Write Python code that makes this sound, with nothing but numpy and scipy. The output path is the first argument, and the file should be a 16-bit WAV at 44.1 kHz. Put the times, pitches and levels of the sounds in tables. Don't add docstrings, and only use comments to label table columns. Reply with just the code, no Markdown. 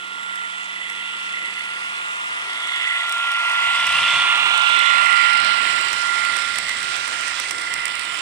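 import sys
import numpy as np
from scipy import signal
from scipy.fft import rfft, irfft
from scipy.io import wavfile
from scipy.ndimage import uniform_filter1d

SR = 44100
rng = np.random.default_rng(int(sys.argv[2]) if len(sys.argv) > 2 else 0)


def ratio(d):
    e = np.asarray(d, float) / 20
    return 10 ** e


def wav_record(signal):
    frames = np.transpose(np.atleast_2d(signal))
    bounded = np.clip(frames, -1, 1)
    quanta = np.round(bounded * 32767).astype(np.int16)
    wavfile.write(sys.argv[1], SR, quanta)


N = 362061
FRAME, HOP = 1024, 256
TURN = 3493
WHINE_HZ = 1392.3
BOARD_S = 3.63


def evened(x):
    return x / np.sqrt(np.mean(abs(x) ** 2) + 1e-20)


def wander(count):
    once = uniform_filter1d(rng.standard_normal(N), count)
    return evened(uniform_filter1d(once, count))


def columns(rows, t):
    s, *values = np.transpose(rows)
    return [np.interp(t, s, v) for v in values]


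def over_hz(rows, hz):
    return columns([(np.log(r[0]), *r[1:]) for r in rows], np.log(hz + 1))


def swells(rows, t):
    return sum(db * np.exp(-((t - s) / half) ** 2) for s, db, half, *_ in rows)


def resonance(hz, centre, width, order=2):
    return 1 / (1 + (2 * (hz - centre) / width) ** order)


def spectra(x):
    hz, t, z = signal.stft(x, SR, nperseg=FRAME, noverlap=FRAME - HOP)
    return hz[:, None], t, z


def sound(z):
    return signal.istft(z, SR, nperseg=FRAME, noverlap=FRAME - HOP)[1][..., :N]


def banded(z, hz, edges, level_dbs, pan_dbs):
    masks = [((hz >= lo) & (hz < hi)) * 1. for lo, hi in edges]
    masks.append(1 - sum(masks))
    unit = np.mean(abs(z) ** 2) * len(hz) / np.mean(sound(z) ** 2)
    gain = 0
    for mask, level_db, pan_db in zip(masks, level_dbs, pan_dbs):
        rms = np.sqrt((mask * abs(z) ** 2).sum(axis=0).mean() / unit)
        right = 2 * ratio(level_db) / np.sqrt(1 + ratio(2 * pan_db)) / rms
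        sides = np.array([right * ratio(pan_db), right])[:, None]
        gain = gain + uniform_filter1d(mask, size=5, axis=0) * sides
    return gain


def patches(shape, bins, frames, depth_db):
    field = rng.standard_normal((2, *shape))
    field = uniform_filter1d(field, bins, axis=1)
    for _ in range(2):
        field = uniform_filter1d(field, frames, axis=2)
    return ratio(depth_db * evened(field))


# time in seconds, nearness in dB,
# delay of the left microphone in samples, left-right difference in dB.
LOCO_PASS = [(0, -47, -11.5, -3), (.3, -45.5, -11, -4.5), (1.4, -46, -10.5, -3), (1.6, -45.5, -9.5, -4),
             (2.3, -42.5, -9.5, -3), (2.8, -40.5, -8, -5.5), (3.15, -38, -6, -5), (3.55, -35.5, -5.5, -5),
             (4.0, -32.5, -1.5, -7), (4.4, -31, 5.5, -10), (4.75, -30, 11.5, -12.5), (5.05, -32, 19, -17),
             (5.5, -34, 25, -16.5), (6.0, -38, 26, -7), (6.3, -35.5, 26.5, -9), (6.8, -44, 24, -4),
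             (7.6, -40.5, 23.5, -4.5), (8.21, -40, 24.5, -9.5)]
# centre in seconds, level in dB, half length in seconds.
GROWL_SWELLS = [
    (2.25, 0, 0.52),
    (4.5, 0, 0.21),
    (5.02, 4, 0.09),
    (7.2, -1, 0.56),
]
RING_SWELLS = [(.4, 4, 0.22), (.9, 6.5, 0.18), (1.42, 9.5, 0.22), (1.78, 2, 0.22), (2.87, 8.5, 0.21),
               (3.15, -4.5, 0.11), (3.85, 0.5, 0.099), (4.25, -4, 0.35), (4.58, -5, 0.17), (5.22, 3.5, 0.2),
               (5.7, 1.5, 0.12), (6.2, 2.5, 0.1), (6.75, 6, 0.14), (7.76, 3, 0.11)]
UPPER_SWELLS = [(1.2, 2.5, 0.53), (2.72, 5.5, 0.15), (3.1, 3.5, 0.24), (3.5, -7, 0.25), (3.6, 6.5, 0.23),
                (4.18, 2.5, 0.11), (4.75, 0.2, 0.21), (5.45, 6, 0.23), (6.32, -1, 0.054), (6.95, 4, 0.12),
                (7.4, 11, 0.071), (8.1, 6, .15)]
BUZZ_SWELLS = [
    (3.35, 2.5, 0.31),
    (1.3, 6, 0.94),
    (2.85, 5.5, 0.14),
    (4.02, 2.5, 0.39),
    (4.7, 0, 0.18),
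    (5.5, 3.5, 1),
    (6.3, -8, 0.33),
    (7.55, -7, 0.2),
]
# centre in seconds, left-right in dB, half length in seconds.
RING_LEANS = [
    (1.2, -4, 0.63),
    (3.7, 1, .15),
    (4.45, 9.5, 0.39),
]
UPPER_LEANS = [
    (1.9, -6.5, 0.99),
]


def passing_drive(t):
    growl, lag, lean = columns(LOCO_PASS, t)
    behind = .5 + .5 * np.tanh((t - 5.04) / 0.12)
    ring = growl + 5 + swells(RING_SWELLS, t)
    upper = growl + 3.5 - 10 * behind + swells(UPPER_SWELLS, t)
    buzz = growl + 5 + swells(BUZZ_SWELLS, t)
    growl = growl + swells(GROWL_SWELLS, t)
    treble_lean = 1.2 * lean
    leans = lean, treble_lean + swells(RING_LEANS, t), treble_lean + swells(UPPER_LEANS, t), treble_lean
    return (growl, ring, upper, buzz), leans, lag


# frequency in Hz, share of power repeating every shaft turn,
# share repeating every third turn.
SHAFT_REPEATS = [(500, .5, .05), (900, .35, .12), (1500, .3, .12), (2000, .12, .22), (3500, .1, .2),
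                 (5000, .05, .05)]
# frequency in Hz, level in dB per Hz.
DRIVE_COLOUR = [(380, -51), (560, -27.5), (680, -13.5), (820, -12), (880, -7.5), (1150, -0.5), (1300, -5.5),
                (1500, -11.5), (1800, -5), (2300, -1), (2800, 3.5), (3200, -2), (4300, -13.5), (5500, -79),
                (9000, -52)]
# frequency in Hz, width in Hz, gain in dB.
SHELL_RESONANCES = [
    (2005, 230, 9),
    (3503, 156, 4),
]


def gear_noise(mesh):
    hz = np.fft.rfftfreq(N, 1 / SR)
    each, third = over_hz(SHAFT_REPEATS, hz)
    shell = 1 + sum((ratio(db) - 1) * resonance(hz, f, width, 4) for f, width, db in SHELL_RESONANCES)
    colour = shell * ratio(over_hz(DRIVE_COLOUR, hz)[0])
    one_turn, three_turns = [rfft(np.resize(rng.standard_normal(TURN * k), N)) for k in (1, 3)]
    fresh = np.sqrt(np.clip(1 - each - third, 0, 1)) * rfft(rng.standard_normal(N))
    mix = np.sqrt(abs(each)) * one_turn + np.sqrt(abs(third)) * three_turns + fresh
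    return ratio(-20.5) * evened(mesh * irfft(mix * colour, N))


# frequency in Hz, level in
# dB.
GEAR_TONES = [(605, -58), (643, -56), (682, -54), (706, -55), (744, -55), (870, -50), (934, -50), (971, -48),
              (1009.5, -43.5), (1089, -46), (1110, -46), (1187, -46), (1211, -45),
              (1426, -44.5), (1943, -39), (1993, -35), (2015, -41), (2033, -38), (2116, -42), (2413, -41),
              (2717, -40), (2762, -41), (3050, -43), (3391, -41), (3465, -43), (3987, -48), (4177, -47)]
FAR_TONES = {934: 7, 971: -4, 1009.5: -3, 1089: -2, 1211: 3, 1943: -4, 3391: 3, 4177: 3}


def tooth_levels():
    t = np.arange(N) / SR
    far = np.clip((1.6 - t) / .3 + .5, 0, 1)
    levels = []
    for f, db in GEAR_TONES:
        if abs(f - WHINE_HZ) <= 15:
            continue
        slow = np.interp(t, np.linspace(0, t[-1], 16), rng.standard_normal(16))
        drift_db = 2.5 * slow + far * FAR_TONES.get(f, 0)
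        levels.append((f, db + drift_db + 5.0 - 2.0 * (f < WHINE_HZ - 99)))
    return levels


def gear_teeth(levels):
    t, out = np.arange(N) / SR, 0
    for f, level_db in levels:
        slack = wander(count=4000) * f / 11000
        out = out + ratio(level_db) * np.sin(2 * np.pi * (f * t + slack))
    return out


DRIVE_BANDS = [
    (0, 1370),
    (1750, 2230),
    (3200, 23000),
]
MESH = [
    (2, .08),
    (3, .1),
    (5, .08),
    (8, .1),
    (10, .06),
]
# centre in seconds, level in dB, half length in seconds.
RIDGE_FACING = [
    (3.4, 4.8, .3),
    (5.25, 3.2, .3),
    (5.85, 13, 0.26),
    (6.0, 20, 1.6),
]


def drive():
    shaft = np.arange(N) / TURN + .004 * wander(count=8000)
    mesh = 1 + sum(depth * np.cos(2 * np.pi * (k * shaft + rng.random())) for k, depth in MESH)
    levels = tooth_levels()
    versions = [gear_noise(mesh) + gear_teeth(levels) for _ in range(2)]
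    hz, t, (direct, walls) = spectra(np.array(versions))
    (growl, ring, upper, buzz), leans, lag = passing_drive(t)
    unevenness = np.interp(t * SR, np.arange(N), wander(count=6000))
    throb = np.cos(2 * np.pi * (t * 2 * SR / TURN + 0.26 * unevenness))
    ring = ring + 2.0 * throb
    ridge = ratio((-13 + swells(RIDGE_FACING, t)) * resonance(hz, 4116, 340))
    late = np.exp(-2j * np.pi * hz * lag / SR)
    same = .95
    pair = np.array([same * late * direct + np.sqrt(1 - same ** 2) * walls, direct])
    gain = banded(direct, hz, DRIVE_BANDS, (growl, ring, upper, buzz), leans)
    standing = patches(direct.shape, bins=5, frames=40, depth_db=1.1)
    return sound(pair * gain * ridge * standing)


# time in seconds, left level in dB, right level in dB,
# phase lead of the left in radians.
WHINE_PASS = [(0, -45, -32, 2.3), (.36, -34, -27, 3.3), (.84, -41, -35, 2.9), (1.27, -33, -33, 2.15),
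              (1.9, -32, -31, 4.15), (2.08, -29.5, -29, 4.35), (2.4, -29.5, -32, 4.95),
              (2.8, -31, -38, 4.1), (2.92, -27.5, -32.5, 3.7), (3.15, -25.5, -24.5, 3.25),
              (3.65, -23.5, -20.5, 4.4), (3.95, -21, -21, 2.9), (4.25, -21, -21, 1.15),
              (4.42, -27, -18.5, .9), (4.6, -29.5, -15, .6), (5.25, -28.5, -13.7, -1.05),
              (5.8, -38, -20.5, -.6), (6.2, -35, -18.5, -.7), (6.55, -38, -24.5, -2.2),
              (7.0, -35, -27.5, -1.9), (7.75, -34.5, -30, -2.05), (8.0, -41, -31, -2.4),
              (8.2, -42, -33, -2.7)]
# centre in seconds, level in dB,
# half length in seconds, jump of the left lead in radians.
LEFT_NODES = [
    (.83, -16, .05, 2.05),
    (1.55, -5, .1, 1.3),
    (1.525, -7, .025, 0),
    (5.92, -10, .05, -1.05),
    (6.42, -6, .1, 0),
    (7.26, -11, .11, -1.3),
]
RIGHT_NODES = [
    (.85, -5, .06, 0),
    (1.52, -7, .1, 1.3),
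    (1.525, -8, .025, 0),
    (2.52, -3, .05, 0),
    (2.45, -9, .03, -1.05),
    (2.6, -4, .06, 0),
    (3.97, -10, .16, 0),
    (5.93, -5.5, .06, 0),
    (6.68, -11, .11, 1.3),
    (7.45, -14, .07, 1.05),
]


def whine():
    t = np.arange(N) / SR
    left_db, right_db, lead = columns(WHINE_PASS, t)
    for s, _, half, jump in LEFT_NODES + RIGHT_NODES:
        lead = lead + jump * (.5 + .5 * np.tanh(2 * (t - s) / half))
    angle = 2 * np.pi * np.cumsum(WHINE_HZ + 1.5 * wander(count=1500)) / SR
    level_db = np.array([left_db + swells(LEFT_NODES, t), right_db + swells(RIGHT_NODES, t)])
    level_db = level_db + 0.71 * wander(count=1000)
    return np.sqrt(2) * ratio(level_db) * np.sin([angle + lead, angle])


WHEEL_BANDS = [
    (0, 170),
    (170, 600),
    (600, 6500),
]
# frequency in Hz, level in dB per Hz.
WHEEL_COLOUR = [(25, -43), (48, -25.5), (62, -30.5), (370, -17.5), (800, -20.5), (2000, -9), (5400, -16),
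                (6550, -20), (7400, -8), (9200, -12), (10600, -37.5), (13000, -44), (14500, -35.5),
                (16000, -44)]
# frequency in Hz, left-right likeness from 0 to 1.
WHEEL_SAME = [(30, .55), (70, .85), (140, .45), (300, .42), (2000, 0.1), (16000, 0.1)]
# frequency in Hz, level in dB.
LEFT_SHADOW = [(1500, 5.5), (3800, 7.5), (5000, -9), (6500, 7), (7600, -10), (9000, 2), (11000, 16),
               (15000, 6.5)]
# time in seconds, rolling level in dB, left-right difference in dB.
CARS = [(0, -51, -6.5), (1.83, -47.5, -2), (3.3, -45.5, 0.5), (3.98, -40, -4), (4.1, -39, -7),
        (4.28, -41.5, -4.5), (4.6, -42, -5), (4.87, -40, -12), (5.28, -36.5, -15.5), (5.43, -40, -10),
        (5.65, -36, -9.5), (6.1, -38, -12.5), (6.4, -36, -14), (6.6, -38, -11), (7.29, -38.5, -13.5),
        (7.77, -40.5, -12.5), (8.21, -41, -8)]
# level in dB at rolling -42 dB, dB gained per dB of rolling.
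THUD = (-63, 0.87)
RUMBLE = (-54.5, 0.43)
ROLL = (-39, 1.29)
# centre in seconds, level in dB, half length in seconds.
THUDS = [
    (3.69, 9.5, 0.18),
    (3.97, 11, 0.1),
    (4.165, 11, 0.053),
    (4.397, 6, 0.17),
    (5.455, 9, 0.063),
    (6.3, 0, .1),
    (6.65, 7, 0.17),
    (7.797, 5, 0.24),
]
RUMBLES = [
    (3.2, 0.5, 0.24),
    (4.16, -2, 0.12),
    (4.45, 4, 0.45),
    (5.65, 2.5, 0.13),
    (6.25, 2, 0.23),
    (7.55, 7, 0.054),
    (8.05, 4, 0.25),
]
ROLLS = [
    (4.08, 1, .12),
    (5.002, -1.5, 0.18),
    (5.45, 6, 0.086),
    (6.65, -0.5, 0.55),
    (6.35, -0.5, .12),
    (6.95, 3, 0.055),
    (7.05, -1, 0.13),
    (7.55, -2, 0.042),
]
# centre in seconds, level in dB, half length in seconds.
NOTCHES = [
    (4.85, 4, 0.38),
    (5.42, -14, 0.49),
    (5.9, -1, 0.1),
    (6.55, -7.5, 0.28),
    (7.85, -12, 0.27),
]
# centre in seconds, frequency in Hz, level in dB, half length in seconds.
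GLINTS = [
    (3.55, 14300, 8, 0.18),
    (5.0, 14800, 6, .2),
    (5.92, 12100, 3, 0.17),
    (7.55, 11500, 1, .15),
]


def wheels():
    grit = ratio(3.3 * np.minimum(rng.exponential(size=N), 5)) * (rng.random(N) < 300 / SR)
    rough = 1 + 18.0 * signal.lfilter([.015], [1, -.985], grit)
    noise = rng.standard_normal((2, N))
    hz, t, z = spectra(np.array([noise, noise * evened(rough)]))
    z = np.where(hz < 3000, z[0], z[1]) * ratio(over_hz(WHEEL_COLOUR, hz)[0])
    same = np.clip(over_hz(WHEEL_SAME, hz)[0], 0, 1)
    shadow = ratio(over_hz(LEFT_SHADOW, hz)[0] * (hz > 600))
    left = (same * z[1] + np.sqrt(1 - same ** 2) * z[0]) * shadow
    hiss, hiss_pan = columns(CARS, t)
    thud, rumble, roll = [db + share * (hiss + 42) + swells(rows, t)
                          for (db, share), rows in ((THUD, THUDS), (RUMBLE, RUMBLES), (ROLL, ROLLS))]
    off_board = .5 - .5 * np.tanh((t - BOARD_S) / .06)
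    levels_db = thud - 7 * off_board, rumble + 0.36, roll + 4.23, hiss
    pans_db = -4.5 + 4 * off_board, -9.5, hiss_pan - 9, hiss_pan
    gain = banded(z[1], hz, WHEEL_BANDS, levels_db, pans_db)
    notch = ratio(swells(NOTCHES, t) * resonance(hz, 6420, 990))
    glint_db = sum(swells([(s, db, half)], t) * resonance(hz, f, 740) for s, f, db, half in GLINTS)
    passing = patches(left.shape, bins=30, frames=50, depth_db=.8)
    standing = patches(left.shape, bins=14, frames=12, depth_db=1.17)
    return sound(np.array([left, z[1]]) * gain * notch * ratio(glint_db) * passing * standing)


def hum():
    t = np.arange(N) / SR
    fading = np.clip((3.5 - t) / 0.67, 0, 1)
    level_db = -59 - 7.5 * np.maximum(t - 1.57, 0) + [[5.5], [-3.0]]
    return ratio(level_db) * fading * np.sin(2 * np.pi * 188.4 * t)


# frequency in Hz, level in dB per bin.
SELF_NOISE = [
    (3000, -95),
    (9000, -70),
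    (12000, -82),
    (16000, -83),
]


def self_noise():
    hz, t, z = spectra(rng.standard_normal((2, N)))
    return sound(z * ratio(over_hz(SELF_NOISE, hz)[0] + 20.5)) * ratio([[2.5], [-1.5]])


# first and second axle in seconds, first and second peak in dB.
TRUCKS = [(0.231, 0.3534, -38, -32), (1.476, 1.59, -41, -38), (4.575, 4.69, -27, -30),
          (5.331, 5.4447, -30, -27.5), (5.46, 5.59, -37, -41), (5.81, 5.928, -30, -25),
          (6.248, 6.364, -28, -26), (6.583, 6.691, -21.5, -25.5), (6.9626, 7.075, -30, -29),
          (7.3966, 7.5075, -24, -23.5), (7.7365, 7.8526, -23.5, -23.5), (7.878, 7.992, -31, -29),
          (8.048, 8.171, -31, -32)]
# start in seconds, peak in dB, body minus treble in dB.
SINGLE_WHEELS = [(0.897, -29.5, 1.5), (1.6492, -41, 5), (2.6174, -32, -1), (2.6703, -31.5, 6),
                 (2.8195, -37, 6), (3.092, -16, -8), (3.1213, -20.5, 2), (3.3156, -19, -6),
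                 (3.5189, -33, 3), (3.8662, -20.5, 1.5), (3.919, -31, 7), (3.9464, -39, 5),
                 (4.1016, -35, 11), (4.789, -27, 4), (5.057, -32.5, 8), (5.399, -33, 10), (6.5556, -29, 9),
                 (6.731, -42, 5), (6.826, -31, 7), (7.207, -33, 10), (7.278, -35, 12), (7.5817, -35, 9),
                 (7.613, -33.5, 7), (7.9507, -30, 7), (8.1414, -33, 13)]


def blows():
    rows = []
    for first, second, first_db, second_db in TRUCKS:
        for s, db in ((first, first_db), (second, second_db)):
            rows.append((s, db, 7 + 0.54 * min(columns(CARS, s)[0] + 42, 0)))
    out = []
    for s, db, body_db in rows + SINGLE_WHEELS:
        pan_db = 6 + 0.73 * columns(CARS, s)[1]
        lost_db = np.clip(.6 * (-29 - db), -3, 5) * (s > BOARD_S)
        out.append((s, db, pan_db, body_db, lost_db))
    return out


# frequency in Hz, width in Hz, gain in dB.
JOINT_RING = [
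    (2030, 1600, 9.5),
    (5560, 810, 4),
    (8340, 1440, 8),
]


def joints():
    size = 2048
    t, hz = np.arange(size) / SR, np.fft.rfftfreq(size, 1 / SR)
    out = np.zeros((2, N + size))
    ring = sum(ratio(db) * resonance(hz, f, width) for f, width, db in JOINT_RING)
    ring = ring / (1 + (700 / (hz + 1)) ** 4)
    bright = 1 / (1 + (9500 / (hz + 1)) ** 8)
    fade = np.minimum(t / .0028, 1) * ratio(-60 * np.maximum(t - .0038, 0) / .014)
    for s, peak_db, pan_db, body_db, lost_db in blows():
        rattle = rfft(rng.standard_normal((2, size)))
        tick = evened(fade * irfft(rattle * bright))
        body = evened(fade * irfft(rattle * ring)) * ratio(min(body_db, 8.5 + lost_db) + 16.0)
        side = ratio([[pan_db / 2 - 12.5], [-pan_db / 2]])
        blow = ratio(-lost_db) * tick + ratio(-lost_db / 2) * body
        start = round(s * SR)
        out[:, start:start + size] += ratio(peak_db - 14.5) * side * np.std(fade) * blow
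    return out[:, :N]


def scene():
    return drive() + whine() + wheels() + hum() + self_noise() + joints()


def low_pass(x):
    return signal.sosfilt(signal.butter(12, 15900, fs=SR, output="sos"), x)


def record(dry):
    rounded = np.tanh(dry / 1.3) * 1.3
    rounded = signal.sosfilt(signal.butter(2, 54, "high", fs=SR, output="sos"), rounded)
    lowpass = signal.firwin(511, 15850, window=("kaiser", 9), fs=SR)
    limited = signal.oaconvolve(rounded, lowpass[None], "same")
    return low_pass(limited)


dry = scene()
out = record(dry)
wav_record(out)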